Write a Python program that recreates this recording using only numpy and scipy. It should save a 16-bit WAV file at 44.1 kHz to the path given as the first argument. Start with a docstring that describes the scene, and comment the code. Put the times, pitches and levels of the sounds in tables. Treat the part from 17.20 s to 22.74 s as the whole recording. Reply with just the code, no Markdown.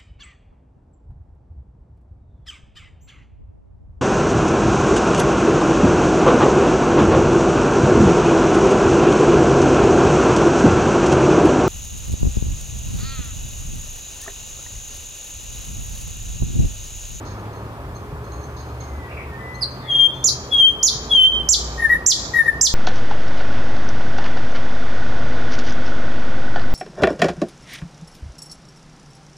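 """Nightingale in a thicket

A nightingale sings from a branch a few metres away: falling swoops alternate with held whistles and low
double notes, all sines on pitch curves: the swoops with an octave, the others with more overtones.
Twigs and trunks scatter the song; far birds whistle and chirp, and noise bursts rasp far off. Town traffic
rumbles below as banded noise and engine drones. The recorder's limiter pulls everything down under the
loudest notes."""
import sys
import numpy as np
from scipy import signal
from scipy.fft import rfft, irfft, next_fast_len
from scipy.io import wavfile
from scipy.ndimage import uniform_filter1d

SR = 44100
rng = np.random.default_rng(int(sys.argv[2]) if len(sys.argv) > 2 else 0)


def put_to_file(sound):
    """Save the sound as 16-bit audio at rate SR, in the file named by the first command-line argument."""
    columns = np.atleast_2d(sound).T  # one column per channel
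    safe = np.clip(columns, -1, 1)
    whole_steps = np.round(safe * 32767)
    wavfile.write(sys.argv[1], SR, whole_steps.astype(np.int16))


N = 244314   # samples


# Falling swoops, level before sag and scatter:
# (start [s], length [s], first pitch [Hz], top pitch [Hz], last pitch [Hz], level [dB], attack [s])
SWOOPS = [(2.409, 0.031, 5205, 5096, 3820, -15.5, 0.025), (3.039, 0.056, 4820, 7180, 3470, -11, 0.0064),
          (3.627, 0.066, 4385, 7070, 3060, -8, 0.0067), (4.287, 0.064, 4770, 7580, 2873, -6.5, 0.0036),
          (4.861, 0.067, 4820, 7580, 2767, -5, 0.0043), (5.41, 0.068, 4430, 7610, 2816, -6.5, 0.0034)]
# Held whistles: (start [s], length [s], first pitch [Hz], settled pitch [Hz], settled at [share],
# last pitch [Hz], first level [dB], full level [dB], full at [share], release [s], throb rate [1/s],
# first throb depth [dB], last throb depth [dB] (below 0 counts as 0), time of a throb crest [s])
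WHISTLES = [(2.673, 0.199, 3407, 3220, .24, 3217, -20.5, -10, 0.66, 0.01, 23.2, 11.7, 0, 2.5),
            (3.305, 0.2092, 3424, 3142, 0.66, 3218, -20.5, -0.5, 0.77, 0.064, 45, 2.8, 5.5, 3.7),
            (3.893, .215, 3430, 3059, .53, 3145, -19, 0, 0.53, 0.057, 49.7, 2.9, 14.5, 4.017),
            (4.105, 0.13, 3150, 3114, 1, 3135, -18.5, -25, 0.78, 0.029, 46, 2, -5, 7.1)]
# Low notes, in pairs: (start [s], length [s], pitch [Hz], first level [dB], last level [dB],
# throb rate [1/s], time of a throb crest [s])
LOW_NOTES = [(4.573, 0.096, 1864, -24, -6.5, 37, 4.63), (4.692, 0.071, 1902, -5.5, -13.5, 27, 4.4),
             (5.131, 0.09, 1883, -17, -3, 39.5, 7.6), (5.237, 0.065, 1878, -24, -3, 42, 5.36)]
# Octave overtone of the swoops, best where the windpipe resonates
OCTAVE_DB, OCTAVE_HZ, OCTAVE_WIDTH_HZ = -15, 10480, 1170
WHISTLE_WAVER = 0.004   # share of the pitch


def nightingale():
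    """Frequency modulation: each kind of note follows its own curves of pitch and level."""
    out = np.zeros(N)
    for row in SWOOPS:
        add_note(out, swoop(*row), 0.003, octave_db=OCTAVE_DB)
    for row in WHISTLES:
        add_note(out, whistle(*row), WHISTLE_WAVER, overtones=True)
    for row in LOW_NOTES:
        add_note(out, low_note(*row), WHISTLE_WAVER, overtones=True)
    return out


TOP_SHARE = 0.12    # share of a swoop spent moving to the top pitch
FALL_CURVE = 1.6    # power by which the fall steepens
SWOOP_SAG_DB, SWOOP_RELEASE_S = 2.5, 0.005


def swoop(start, length, first_hz, top_hz, last_hz, level_db, attack):
    """Pitch glide: a quick move to the top pitch, mostly upward, then an ever steeper fall.

    Rows are (time [s], pitch [Hz], level [dB])."""
    share = np.linspace(0, 1, 100)
    to_top = np.interp(share, [0, TOP_SHARE], [first_hz, top_hz])
    fall = np.clip((share - TOP_SHARE) / (1 - TOP_SHARE), 0, 1) ** FALL_CURVE
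    hz = to_top - (top_hz - last_hz) * fall
    level_db = level_db - SWOOP_SAG_DB * share + soft_edges(share * length, attack, SWOOP_RELEASE_S)
    return np.transpose([start + share * length, hz, level_db])


SETTLE_CURVE, WHISTLE_ATTACK_S = 1.2, 0.024
LIFT_S = 0.067   # time to move from the settled pitch to the last


def whistle(start, length, first_hz, settled_hz, settled_at, last_hz, first_db, full_db, full_at,
            release, per_s, early_db, late_db, crest):
    """Amplitude modulation: a tone slides to settle, shifts a little, and throbs as its level moves to full."""
    share = np.linspace(0, 1, 200)
    s = start + share * length
    settle = np.clip(1 - share / settled_at, 0, 1) ** SETTLE_CURVE
    lift = np.clip((share - settled_at) * length / LIFT_S, 0, 1)
    hz = settled_hz + settle * (first_hz - settled_hz) + lift * (last_hz - settled_hz)
    level_db = np.interp(share, [0, full_at], [first_db, full_db])
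    level_db = level_db + soft_edges(s - start, WHISTLE_ATTACK_S, release)
    depth_db = np.maximum(early_db + (late_db - early_db) * share, 0)
    return np.transpose([s, hz, level_db + throb(s, per_s, depth_db, crest)])


DROOP_SHARE, DROOP_CURVE = 0.08, 4   # share of the pitch lost, and the power that makes it droop late
LOW_ATTACK_S, LOW_RELEASE_S = 0.018, 0.013
LOW_THROB_DB = 8


def low_note(start, length, hz, first_db, last_db, per_s, crest):
    """Amplitude modulation: a throbbing tone holds its pitch, then droops."""
    share = np.linspace(0, 1, 100)
    s = start + share * length
    level_db = first_db + (last_db - first_db) * share
    level_db = level_db + soft_edges(s - start, LOW_ATTACK_S, LOW_RELEASE_S)
    level_db = level_db + throb(s, per_s, LOW_THROB_DB, crest)
    return np.transpose([s, hz * (1 - DROOP_SHARE * share ** DROOP_CURVE), level_db])


def throb(s, per_s, depth_db, crest):
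    """Periodic amplitude modulation in dB: round crests with narrow dips between them."""
    return -depth_db * np.sin(np.pi * per_s * (s - crest)) ** 4


SOFT_DB = -27   # attacks start and releases end this far down


def soft_edges(t, attack, release):
    """Envelope of onset and decay: level in dB rises over the attack and falls over the release."""
    rising = np.clip(1 - t / attack, 0, 1) ** 2
    falling = np.clip(1 - (t[-1] - t) / release, 0, 1) ** 2
    return SOFT_DB * (rising + falling)


# Overtones that pass the windpipe and beak: (frequency [Hz], level against the fundamental [dB])
OVERTONES = [(3500, -31.5), (5500, -43), (6400, -36), (8000, -48.5), (9500, -41), (11000, -28),
             (13000, -57.5), (15000, -46)]
LOW_NOTE_BUZZ_DB = -0.5   # added to the overtones of notes that start below 2500 Hz
FLUTTER_DB = 1.05         # quick random level flutter of the whistles and low notes


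def add_note(out, rows, waver, overtones=False, octave_db=-99):
    """Additive synthesis: a sine on a wavering pitch curve, with filtered harmonics and soft ends."""
    s, hz, level_db = np.transpose(rows)
    at = np.arange(int(s[0] * SR), min(int(s[-1] * SR), N))
    size = len(at)
    pitch = uniform_filter1d(np.interp(at / SR, s, hz), size=size // 25 + 1, mode="nearest")
    pitch = pitch * (1 + waver * drift(17, size))
    phase = 2 * np.pi * (np.cumsum(pitch) / SR + rng.random())
    flutter_db = overtones * FLUTTER_DB * drift(110, size)
    soft_ends = np.clip(np.minimum(at - at[0], at[-1] - at) / 60, 0, 1)
    # The square root of 2 makes the table levels rms levels
    level = np.sqrt(2) * from_db(np.interp(at / SR, s, level_db) + flutter_db) * soft_ends
    resonance = 1 / (1 + ((2 * pitch - OCTAVE_HZ) / OCTAVE_WIDTH_HZ) ** 2)
    tone = level * (np.sin(phase) + from_db(octave_db) * resonance * np.sin(2 * phase))
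    effort = uniform_filter1d(level, size=900, mode="constant")   # overtones do not follow the quick throbs
    for k in range(2, 9 if overtones else 2):
        flicker = from_db(3.05 * drift(100, size) + LOW_NOTE_BUZZ_DB * (hz[0] < 2500))
        passed = (k * pitch < 16000) * from_db(at_hz(OVERTONES, k * pitch))
        tone += effort * passed * flicker * np.sin(k * phase)
    out[at] += tone


SWOOP_AIR_DB = -34   # rush of air against the tone of a swoop


def swoop_air():
    """Turbulence noise: a wide band of noise under the envelope of each swoop."""
    t, blow = np.arange(N) / SR, 0
    for row in SWOOPS:
        s, hz, level_db = swoop(*row).T
        blow = blow + np.interp(t, s, from_db(level_db), left=0, right=0)
    band = signal.butter(3, [3500, 14000], "band", fs=SR, output="sos")
    bright = signal.sosfilt(band, rng.standard_normal(N))
    return from_db(SWOOP_AIR_DB) * blow * rms_one(bright)


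# Nearest reflections, one list for left and one for right: (lag [ms], level [dB])
ECHOES = [
    [(3.7, -21), (5.9, -23), (6.6, -8.5), (7.8, -6.5), (12.2, -13.5)],
    [(2.5, -13), (5.4, -18.5), (6.4, -13), (8.3, -10), (10.9, -9.5)],
]
# Side of the singer as the microphone ports hear it: (frequency [Hz], left minus right [dB])
SINGER_PAN = [(1800, 6.5), (3200, 3), (5000, -6.5), (6800, -7), (11000, -5)]
# Scatter from foliage: (frequency [Hz], time to decay by 60 dB [s], relative level [dB])
FOLIAGE = [(1480, 1, -5.5), (3000, 1, -9), (4770, 0.93, -1.5), (7370, 0.63, -2.5), (11800, 0.18, -1)]
# Dense early scatter, its level against the start of the long tail
NEAR_TWIGS_T60_S, NEAR_TWIGS_DB = 0.15, 19.5


def thicket(x, direct_db, scatter_db):
    """Multiple scattering: direct sound, near reflections and a noisy tail whose top treble dies fastest."""
    size = next_fast_len(N + SR)
    hz, t = np.fft.rfftfreq(size, 1 / SR) + 1, np.arange(SR) / SR   # 1 Hz up, so the log stays finite
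    source = rfft(x, size)
    log_centres = np.log(np.array(FOLIAGE)[:, 0])
    out = []
    for side, echoes in zip((1, -1), ECHOES):
        near = 1 + sum(from_db(db) * np.exp(-2j * np.pi * hz * ms / 1000) for ms, db in echoes)
        near = near * from_db(direct_db + side * at_hz(SINGER_PAN, hz) / 2)
        noise = rng.standard_normal(SR) * np.clip(t / 0.016, 0, 1)   # each channel has its own
        tail = 0
        for k, (centre, t60, level_db) in enumerate(FOLIAGE):
            decay = from_db(-60 * t / t60) + from_db(NEAR_TWIGS_DB - 60 * t / NEAR_TWIGS_T60_S)
            dying = noise * decay
            weight = np.interp(np.log(hz), log_centres, np.arange(len(FOLIAGE)) == k)
            response = rfft(dying / np.linalg.norm(dying), size)
            tail = tail + weight * from_db(level_db + scatter_db) * response
        stirring = from_db(1.5 * drift(25, N))   # moving leaves make the tail flutter
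        direct = irfft(source * near, size)[:N]
        scattered = irfft(source * tail, size)[:N]
        out.append(direct + stirring * scattered)
    return np.array(out)


# A far songbird, level before scatter: (start [s], length [s], first pitch [Hz], last pitch [Hz],
# loudest at [share], peak level [dB])
FAR_SONG = [(1.575, .3, 2175, 1928, 1, -53.5), (1.96, .07, 2410, 2064, 0.26, -45.5),
            (2.08, 0.17, 1860, 1770, 0.24, -50), (2.17, 0.28, 1991, 1995, 0.29, -46),
            (2.596, .08, 3850, 3260, 0.78, -53.5), (2.86, 0.19, 3445, 3506, 0.13, -44.5)]
FAR_SWELL_DB = 13


def far_songbird():
    """Diffuse field: gliding whistles arrive mostly as scatter."""
    out = np.zeros(N)
    for note in FAR_SONG:
        add_note(out, glide(*note, FAR_SWELL_DB), 0.003)
    return thicket(out, direct_db=1.5, scatter_db=17.0)


def glide(start, length, first_hz, last_hz, loudest_at, peak_db, swell_db):
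    """Linear pitch glide: swells to its peak and fades as far again."""
    peak_hz = first_hz + loudest_at * (last_hz - first_hz)
    return [(start, first_hz, peak_db - swell_db),
            (start + loudest_at * length, peak_hz, peak_db),
            (start + length, last_hz, peak_db - swell_db)]


# Thin two-tone chirps far off, levels before panning and uneven fading:
# (start [s], upper tone peak [dB], upper tone [Hz], lower tone peak [dB])
CHIRPS = [(0.0515, -47, 6510, -52), (0.3303, -54.5, 6400, -55), (0.748, -53.5, 6380, -58),
          (1.042, -56, 6400, -56.5), (1.1199, -48, 6550, -53), (1.2306, -52, 6280, -60),
          (1.3662, -46.5, 6480, -51), (1.501, -66, 6550, -60), (1.602, -45.5, 6500, -55),
          (2.343, -56, 6360, -53), (2.5056, -56, 6220, -66), (2.7107, -56, 6380, -56),
          (2.9407, -51, 6300, -53)]
CHIRP_T60_S = 0.51
LOWER_TONE_HZ, CHIRP_PAN_DB = 4236, -10   # pan is left minus right


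def chirps():
    """Exponential decay: two tones flick up, then fade unevenly."""
    out, t = np.zeros((2, N)), np.arange(SR // 4) / SR
    pan = from_db([[CHIRP_PAN_DB / 2], [-CHIRP_PAN_DB / 2]])
    for s, upper_db, hz, lower_db in CHIRPS:
        at = int(s * SR)
        pitch = hz * (1 - 0.036 * np.exp(-t / 0.004) + 0.0048 * drift(80, len(t)))
        fade = from_db(-60 * t / CHIRP_T60_S + 3.4 * drift(64, len(t))) * np.clip(t / 0.001, 0, 1)
        phase = 2 * np.pi * np.cumsum(pitch) / SR
        upper = from_db(upper_db) * np.sin(phase)
        lower = from_db(lower_db) * np.sin(phase * LOWER_TONE_HZ / hz)
        out[:, at:at + len(t)] += fade * (upper + lower) * pan
    return out


# Rasps far off: (start [s], level [dB], low edge [Hz], high edge [Hz], rise [s], fade [dB/s])
RASPS = [(0.249, -52, 1600, 3620, 0.0071, 200), (.05, -47.5, 3470, 6140, 0.011, 100),
         (1.36, -47.5, 3700, 5300, .02, 130), (1.6, -50, 3000, 6040, .02, 150),
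         (1.88, -41, 2150, 2760, 0.037, 150), (1.96, -38, 1870, 2660, 0.017, 102),
         (2.6, -41, 1775, 2150, 0.073, 111.5)]


def rasps():
    """Band-limited noise: grainy bursts swell and die away, with independent noise in each channel."""
    out, t = np.zeros((2, N)), np.arange(SR // 3) / SR
    for s, level_db, low_hz, high_hz, rise, fade_db in RASPS:
        at = int(s * SR)
        band = signal.butter(4, [low_hz, high_hz], "band", fs=SR, output="sos")
        noise = signal.sosfilt(band, rng.standard_normal((2, len(t))))
        fading_db = level_db - fade_db * np.maximum(t - rise, 0)
        grain_db = 0.77 * drift(60, len(t))
        shape = np.clip(t / rise, 0, 1) * from_db(fading_db + grain_db)
        out[:, at:at + len(t)] += shape * rms_one(noise)
    return out


# Traffic level over time: (time [s], deep rumble [dB], roar [dB])
TRAFFIC = [(0.0, -33.5, -36), (.9, -35.5, -38), (1.7, -37, -37), (2.8, -36.5, -37), (3.5, -34.5, -37),
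           (4.4, -36.5, -35), (4.85, -35, -35.5), (5.2, -34.5, -36), (5.54, -32.5, -35.5)]
# Spectrum of the rumble: (frequency [Hz], relative density [dB per Hz])
RUMBLE = [(12, -49), (20, -37.5), (40, -6), (59, 7.5), (87, -4), (118, 1), (178, -13), (250, -2),
          (320, -59), (550, -120)]
# Spectrum of the roar: (frequency [Hz], relative density [dB per Hz])
ROAR = [(71, -60), (120, -19), (166, -30.5), (272, -11.5), (315, -19), (365, -11), (738, -15.5),
        (1060, -14), (1730, -25.5), (2400, -31), (6000, -43.5), (7800, -78.5), (13200, -120)]
# Two engines changing speed, a list for each: (time [s], pitch [Hz], level [dB])
ENGINES = [
    [(0, 103.9, -37), (.3, 104.8, -36), (.82, 113.1, -43), (1.0, 114.9, -40.5), (1.6, 118.5, -37.5),
     (1.74, 121.8, -50), (1.86, 122.8, -40.5), (3.15, 127.3, -38.5), (3.25, 127, -62)],
    [(3.45, 55.8, -47), (3.6, 53.35, -37), (4.5, 58.7, -28), (5.0, 56.4, -43.5), (5.54, 62, -31)],
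]
# Fainter drones: (start [s], length [s], first pitch [Hz], last pitch [Hz], loudest at [share], peak [dB])
DRONES = [(0.76, 1.38, 72.5, 70.5, 0.99, -34), (3.9, 1.5, 150, 147, 0.44, -42),
          (3.0, 2.3, 227, 228, 0.5, -48), (0.36, 1.3, 390, 432, .5, -44), (2.7, 1.7, 386, 456, .6, -42.5)]
DRONE_SWELL_DB = 8
BASS_LAG_S = 0.00018


def traffic():
    """Interaural delay: rumble, roar and drones come from the right and reach the left port late."""
    s, rumble_db, roar_db = np.transpose(TRAFFIC)
    t = np.arange(N) / SR
    out = from_db(np.interp(t, s, rumble_db)) * banded_noise(RUMBLE, patchy_db=2.5)
    out += from_db(np.interp(t, s, roar_db)) * banded_noise(ROAR, patchy_db=0.62)
    drones = np.zeros(N)
    for drone in ENGINES + [glide(*row, DRONE_SWELL_DB) for row in DRONES]:
        add_note(drones, drone, 0.01)
    out += drones
    out[0] = np.roll(out[0], round(BASS_LAG_S * SR))
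    return out


# Likeness of the two channels: (frequency [Hz], left-right correlation [-1 to 1])
LIKENESS = [(60, 0.98), (150, 0.96), (380, 0.95), (950, 1), (2380, 0.033), (5980, 0.11), (15000, 0.91)]


def banded_noise(spectrum, patchy_db):
    """Subtractive synthesis: half-octave noise bands, each with its level, slow swell and likeness; rms 1."""
    out, band_edges = 0, 20 * 2 ** np.arange(0, 10, 0.5)
    white = rng.standard_normal((2, 2, N))   # neighbouring bands take different noise
    for k, (low, high) in enumerate(zip(band_edges, band_edges[1:])):
        hz = np.sqrt(low * high)
        if spectrum[0][0] < hz < spectrum[-1][0] * 1.2:
            band = signal.butter(2, [low, high], "band", fs=SR, output="sos")
            mid, side = signal.sosfilt(band, white[k % 2])
            alike = np.clip(at_hz(LIKENESS, hz), -1, 1)
            gain = from_db(at_hz(spectrum, hz) + patchy_db * drift(6.8, N))
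            out = out + gain * (np.sqrt(1 + alike) * mid + np.sqrt(1 - alike) * side * [[1], [-1]])
    return rms_one(out)


def from_db(db):
    """Logarithmic level: decibels to amplitude gain."""
    return 10 ** (np.asarray(db) / 20)


def rms_one(x):
    """Effective value: scales a signal to rms 1."""
    return x / np.sqrt(np.mean(x ** 2) + 1e-20)


def at_hz(points, hz, column=1):
    """Logarithmic frequency: reads a table between its points on a log axis."""
    return np.interp(np.log(hz), np.log(np.array(points)[:, 0]), np.array(points)[:, column])


def drift(rate, size):
    """Low-pass noise: random drift of rms 1, slower for a lower rate in Hz."""
    r = np.exp(-2 * np.pi * rate / SR)
    slow = signal.lfilter([1], [1, -2 * r, r * r], rng.standard_normal(size + SR // 4))
    return rms_one(slow[SR // 4:])   # the filter's start-up is dropped


HISS_DB = -55   # microphone noise


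def scene():
    """Superposition: all sources add at the microphone, over its own hiss."""
    near = thicket(nightingale() + swoop_air(), direct_db=-1.5, scatter_db=-1.5)
    hiss = from_db(HISS_DB) * rng.standard_normal((2, N))
    return near + far_songbird() + chirps() + rasps() + traffic() + hiss


BASS_CUT_HZ, CUTOFF_HZ = 48, 16500   # microphone roll-off, and where the treble is fully cut
LIMIT_DB, RELEASE_DB_PER_S, ATTACK_S = -4, 108.5, 0.003


def record(dry):
    """Peak limiting: the deepest bass is lost, a limiter holds the peaks and lets go slowly; the top is cut."""
    dry = signal.sosfilt(signal.butter(2, BASS_CUT_HZ, "high", fs=SR, output="sos"), dry)
    over_db = np.maximum(20 * np.log10(np.abs(dry).max(axis=0) + 1e-9) - LIMIT_DB, 0)
    ramp = RELEASE_DB_PER_S * np.arange(N) / SR
    held_db = np.maximum(np.maximum.accumulate(over_db + ramp) - ramp, 0)
    r = np.exp(-1 / (ATTACK_S * SR))
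    cut_db = signal.lfilter([1 - r], [1, -r], held_db)
    ahead = round(ATTACK_S * SR)   # the limiter looks ahead by its attack time
    early_cut_db = np.append(cut_db[ahead:], np.full(ahead, cut_db[-1]))
    limited = dry * from_db(-early_cut_db)
    return signal.sosfilt(signal.cheby2(12, 70, CUTOFF_HZ, fs=SR, output="sos"), limited)


dry = scene()
out = record(dry)
put_to_file(out)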